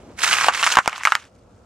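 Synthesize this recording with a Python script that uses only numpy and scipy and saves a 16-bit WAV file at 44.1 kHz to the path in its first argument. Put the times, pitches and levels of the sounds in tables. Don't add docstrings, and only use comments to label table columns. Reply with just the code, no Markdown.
import sys
import numpy as np
from scipy import signal
from scipy.fft import rfft, irfft
from scipy.io import wavfile
from scipy.ndimage import map_coordinates

SR = 44100
rng = np.random.default_rng(int(sys.argv[2]) if len(sys.argv) > 2 else 0)


def nominal_scale(level):
    x = np.asarray(level, float) / 20
    return 10 ** x


def bounce(signal):
    frames = np.transpose(np.atleast_2d(signal))
    limited = np.clip(frames, -1, 1)
    pcm = np.round(limited * 32767).astype(np.int16)
    wavfile.write(sys.argv[1], SR, pcm)


N = 72765

# t/s, level/dB, brightness about 2 kHz/(dB per octave)
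CRUSHING = [(.16, -59, 5), (.19, -31.5, 5.5), (.235, -21, 6.5), (.3, -18.5, 5), (.4, -19, 3.5),
            (.478, -21.5, 4), (.515, -28, -0.5), (.55, -25, 3.5), (.61, -21, 3.5), (.67, -23.5, 7),
            (.7, -23.5, 4), (.725, -17, 6), (.77, -33.5, 3.5), (.81, -54, 9.5), (.85, -35.5, 2),
            (.9, -39, 2.5), (.93, -27.5, -2.5), (.96, -31.5, 0.5), (.98, -40, 8.5), (1.01, -31.5, -4),
            (1.06, -44, 14.5), (1.1, -38.5, 7), (1.16, -37.5, 2.5), (1.2, -42.5, 2), (1.26, -50, 4),
            (1.3, -69.5, 7)]
# f/Hz, level/(dB per Hz)
TEAR_SPECTRUM = [(120, -53), (200, -16.5), (394, -21), (424, -18.5), (611, -16.5), (669, -28), (1120, 14.5),
                 (2640, 9), (3950, -0.5), (6970, -3), (9690, -16), (15900, -45.5)]
# t/s, relative level/dB, pitch f/Hz, crack relative to pop/dB, ring decay time T60/s
BURSTS = [(0.1908, -17, 2100, -12, 0.01), (0.2193, -13, 3280, -7, 0.004), (0.2357, -5, 1450, -10, 0.014),
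          (0.2442, -8, 2370, -6, 0.006), (0.2652, -8, 1610, -11, 0.007), (0.2759, -9, 1450, -7, 0.012),
          (0.3105, -9, 1550, -12, 0.022), (0.3297, 3, 2670, -8, 0.005), (0.3383, 0, 2760, -13, 0.005),
          (0.3689, -7, 2570, -10, 0.005), (0.3857, -1, 1640, -14, 0.005), (0.411, -2, 1300, -14, 0.007),
          (0.4191, -7, 1510, -14, 0.009), (0.4384, -5, 2120, -15, 0.005), (0.4442, -2, 1140, -7, 0.008),
          (0.4669, -12, 760, -15, 0.012), (0.4843, 7, 900, -21, 0.009), (0.4871, -1, 1150, -17, 0.026),
          (0.5368, -12, 1230, -10, 0.011), (0.5474, -11, 2600, -7, 0.006), (0.5945, -12, 2630, -8, 0.016),
          (0.6285, -5, 1200, -7, 0.012), (0.633, -4, 2800, -9, 0.016), (0.6402, -4, 1880, -18, 0.007),
          (0.665, -4, 1280, -8, 0.016), (0.6695, -3, 2150, -9, 0.007), (0.6742, -5, 1210, -14, 0.011),
          (0.7165, -11, 4000, -8, 0.005), (0.723, -6, 2700, -4, 0.005), (0.7381, -7, 1570, -8, 0.009),
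          (0.7531, -10, 1080, -13, 0.011), (0.7556, -6, 2690, -6, 0.005), (0.7706, 6, 1070, -18, 0.017),
          (0.7866, 5, 1050, -12, 0.012), (0.7892, -4, 1400, -20, 0.014), (0.8596, -10, 950, -12, 0.004),
          (0.8769, 5, 1000, -10, 0.005), (0.8954, -17, 2680, -9, 0.005), (0.9295, -16, 2220, -17, 0.015),
          (0.9794, -21, 1130, -7, 0.011), (1.0349, -11, 1700, -10, 0.003), (1.0522, 3, 2100, -12, 0.009),
          (1.0582, -5, 1500, -20, 0.008), (1.0724, 1, 1300, -28, 0.012), (1.104, -16, 1300, -22, 0.005),
          (1.1213, 3, 1400, -19, 0.009), (1.1525, 2, 1750, -11, 0.004), (1.2525, -35, 2590, -8, 0.005)]
# f/Hz, level/(dB per Hz)
CRACK_SPECTRUM = [(300, -62.5), (880, -30), (1500, -6), (2140, 8.5), (3540, -3), (7500, -2.5),
                  (13000, -23.5), (15900, -41.5)]
# f/Hz, relative level/dB
BUNDLE_MODES = [(625, -15), (800, -15), (990, -14), (1260, -13), (1560, -12), (2240, -13), (2750, -15)]
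# f/Hz, level/(dB per Hz)
HOLLOW_SPECTRUM = [(240, -36), (400, -15.5), (781, -7.5), (1280, 10), (2370, -4.5), (3840, -27.5),
                   (7190, -15), (12000, -40.5), (15600, -65.5), (22000, -120)]
# t/s, left minus right level/dB, left lag/samples
CONTACT_PATH = [(.2, -4, 2.1), (.7, -2.5, 1.0), (1.2, -1, -.8)]
# t/s, level/dB
ROLL_LEVEL = [(0, -45.5), (.06, -50.5), (.105, -43.5), (.15, -59), (.3, -51), (.9, -58.5), (1.3, -61)]
# f/Hz, level/(dB per Hz)
RUMBLE_SPECTRUM = [(15, -46), (25, -30), (49, -3), (112, 2), (142, -12), (172, -4), (394, -12), (427, -17),
                   (462, -5.5), (1030, -19), (1350, -17), (1910, -35), (6370, -36), (15000, -58)]
# t/s, level/dB
RUMBLE_LEVEL = [(0, -47.5), (.2, -47), (.6, -53), (.85, -57.5), (1.1, -61.5), (1.3, -53), (1.65, -50.5)]
# f/Hz, correlation/1
RUMBLE_LIKENESS = [(60, 0.99), (240, 0.9), (950, 0.49), (3770, -0.04), (15000, 0.02)]

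TEARS_PER_S, TEAR_CYCLES = 6000, 5
CLUMP_DB, CLUMP_HZ = 2.5, 49
JUICE_SHARE = .4
TEAR_WIDTH_SAMPLES, SHADOW_HZ = 1.3, 900
POP_DB, CUT_SHARE, TOP_HZ = -3.5, .7, 6000
SPLITS_PER_S, SPLIT_DB, SPLIT_T60_S = 1200, -13, .06
BUNDLE_SPREAD_DB, BUNDLE_T60_S = 3.5, .0037
CRACK_DB, CRACK_T60_S = 5, .006
PUSH_FOLLOWS = 2.5
PUSH_DB, PUSH_HZ, PUSH_DB_PER_OCTAVE = -12, 260, -14
HOLLOW_DB, HOLLOW_T60_S, HOLLOW_ALIKE = -19, .076, .64
ROLL_LOW_HZ, ROLL_HIGH_HZ = 148, 600
CLIP_LEVEL = .99


def rms_one(x):
    return x / np.sqrt(np.mean(x ** 2) + 1e-20)


def in_time(rows):
    s, *columns = np.transpose(rows)
    return [np.interp(np.arange(N) / SR, s, column) for column in columns]


def at_hz(points, hz):
    table_hz, values = np.transpose(points)
    return np.interp(np.log(hz), np.log(table_hz), values)


def coloured(x, spectrum):
    cepstrum = irfft(np.log(nominal_scale(at_hz(spectrum, np.arange(1, 2050) * SR / 4096))))
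    cepstrum[1:2048] *= 2
    cepstrum[2049:] = 0
    impulse = irfft(np.exp(rfft(cepstrum)))
    if x.ndim > 1:
        impulse = impulse[None]
    return signal.fftconvolve(x, impulse, axes=-1)[..., :x.shape[-1]]


def drift(corner_hz):
    r = np.exp(-2 * np.pi * corner_hz / SR)
    settled = signal.lfilter([1], [1, -2 * r, r * r], rng.standard_normal(N + 4000))[4000:]
    return rms_one(settled)


def ring(clicks, hz, t60):
    r = nominal_scale(-60 / (max(t60, .001) * SR))
    w = 2 * np.pi * hz / SR
    return signal.lfilter([0, np.sin(w)], [1, -2 * r * np.cos(w), r * r], clicks + 1e-18)


def spread(mid, side, alike):
    return np.sqrt(1 + alike) * mid + np.sqrt(1 - alike) * side * [[1], [-1]]


def placed(x, offset=0):
    pan_db, lag = in_time(CONTACT_PATH)
    low = signal.lfilter(*signal.butter(1, SHADOW_HZ, fs=SR), x)
    channels = []
    for side in (1, -1):
        shaded = low + nominal_scale(side * pan_db / 2) * (x - low)
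        read_at = np.arange(N) - side * (lag + offset) / 2
        channels.append(map_coordinates(shaded, [read_at], order=3))
    return np.array(channels)


def tearing():
    level_db, bright_db = in_time(CRUSHING)
    sizes = nominal_scale(CLUMP_DB * drift(CLUMP_HZ)) * rng.choice([-1, 1], N)
    tears = sizes * (rng.random(N) < TEARS_PER_S / SR)
    juice = rng.standard_normal((2, N))
    pitches = np.geomspace(300, 15000, 24)
    pitch_index, place_index = rng.integers(0, 24, N), rng.integers(0, 3, N)
    crackle = 0
    for place in range(3):
        rings = 0
        for k, hz in enumerate(pitches):
            clicks = rms_one(tears * (pitch_index == k) * (place_index == place))
            hiss = np.roll(juice[k % 2], 5000 * place)
            drive = (1 - JUICE_SHARE) * clicks + JUICE_SHARE * hiss
            t60 = TEAR_CYCLES / hz
            band = rms_one(np.gradient(ring(ring(drive, hz, t60), hz, t60)))
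            band_db = at_hz(TEAR_SPECTRUM, hz) + bright_db * np.log2(hz / 2000)
            rings = rings + nominal_scale(band_db) * np.sqrt(hz) * band
        crackle = crackle + placed(rings, TEAR_WIDTH_SAMPLES * (place - 1))
    return nominal_scale(level_db) * rms_one(crackle)


def pops():
    body, push, crack, strikes = np.zeros((4, N + 4096))
    t = np.arange(4096) / SR
    noise = rng.standard_normal((len(BURSTS), 4096))
    mode_chance = rng.standard_normal((len(BURSTS), len(BUNDLE_MODES)))
    is_split = rng.random((len(BURSTS), 4096)) < SPLITS_PER_S / SR
    splits = is_split * nominal_scale(SPLIT_DB - 60 * t / SPLIT_T60_S)
    for (s, db, hz, crack_db, t60), hiss, chance, split in zip(BURSTS, noise, mode_chance, splits):
        i = int(s * SR)
        split = split * hiss[::-1] * np.sqrt(t60 / .012)
        burst = -1.0 * (t == 0)
        stalk = ring(burst, hz, t60) + ring(split, hz, t60 / 3)
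        bundle = 0
        for (mode_hz, mode_db), c in zip(BUNDLE_MODES, chance):
            mode = ring(burst + split, mode_hz, np.sqrt(t60 * BUNDLE_T60_S))
            bundle = bundle + nominal_scale(mode_db + BUNDLE_SPREAD_DB * c) * mode
        band_hz = [min(CUT_SHARE * hz, 1000), TOP_HZ]
        radiation = signal.butter(3, band_hz, "band", fs=SR, output="sos")
        body[i:i + 4096] += nominal_scale(db + POP_DB) * signal.sosfilt(radiation, stalk + bundle)
        push_db = PUSH_FOLLOWS * db + PUSH_DB + PUSH_DB_PER_OCTAVE * np.log2(hz / 1000) + crack_db
        push[i] = -nominal_scale(push_db)
        crack[i:i + 4096] += nominal_scale(db + crack_db + CRACK_DB - 60 * t / CRACK_T60_S) * hiss
        strikes[i] = nominal_scale(db) * np.sqrt(t60 / .02)
    air = ring(push, PUSH_HZ, 1.5 / PUSH_HZ)
    direct = body + air + coloured(crack, CRACK_SPECTRUM)
    return placed(direct[:N]) + hollow(strikes[:N])


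def hollow(strikes):
    power = signal.lfilter([0, 1], [1, -nominal_scale(-120 / (HOLLOW_T60_S * SR))], strikes ** 2)
    mid, side = rms_one(coloured(rng.standard_normal((2, N)), HOLLOW_SPECTRUM))
    return nominal_scale(HOLLOW_DB) * np.sqrt(power) * spread(mid, side, HOLLOW_ALIKE)


def rolling():
    band = signal.butter(2, [ROLL_LOW_HZ, ROLL_HIGH_HZ], "band", fs=SR, output="sos")
    grind = rms_one(signal.sosfilt(band, rng.standard_normal(N)))
    uneven_db = 1.3 * drift(23)
    return nominal_scale(in_time(ROLL_LEVEL)[0] + uneven_db) * grind


def rumble():
    hz = np.maximum(np.arange(N // 2 + 1) * SR / N, 1)
    mid, side = rfft(rng.standard_normal((2, N))) * nominal_scale(at_hz(RUMBLE_SPECTRUM, hz))
    both = irfft(spread(mid, side, at_hz(RUMBLE_LIKENESS, hz)), N)
    return nominal_scale(in_time(RUMBLE_LEVEL)[0]) * rms_one(both)


def scene():
    return tearing() + pops() + rolling() + rumble()


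def top_cut(x):
    return signal.sosfilt(signal.butter(12, 16030, fs=SR, output="sos"), x)


def record(dry):
    bent = np.tanh((np.abs(dry) / CLIP_LEVEL) ** 3) ** (1 / 3)
    limited = CLIP_LEVEL * bent * np.sign(dry)
    return top_cut(limited)


dry = scene()
out = record(dry)
bounce(out)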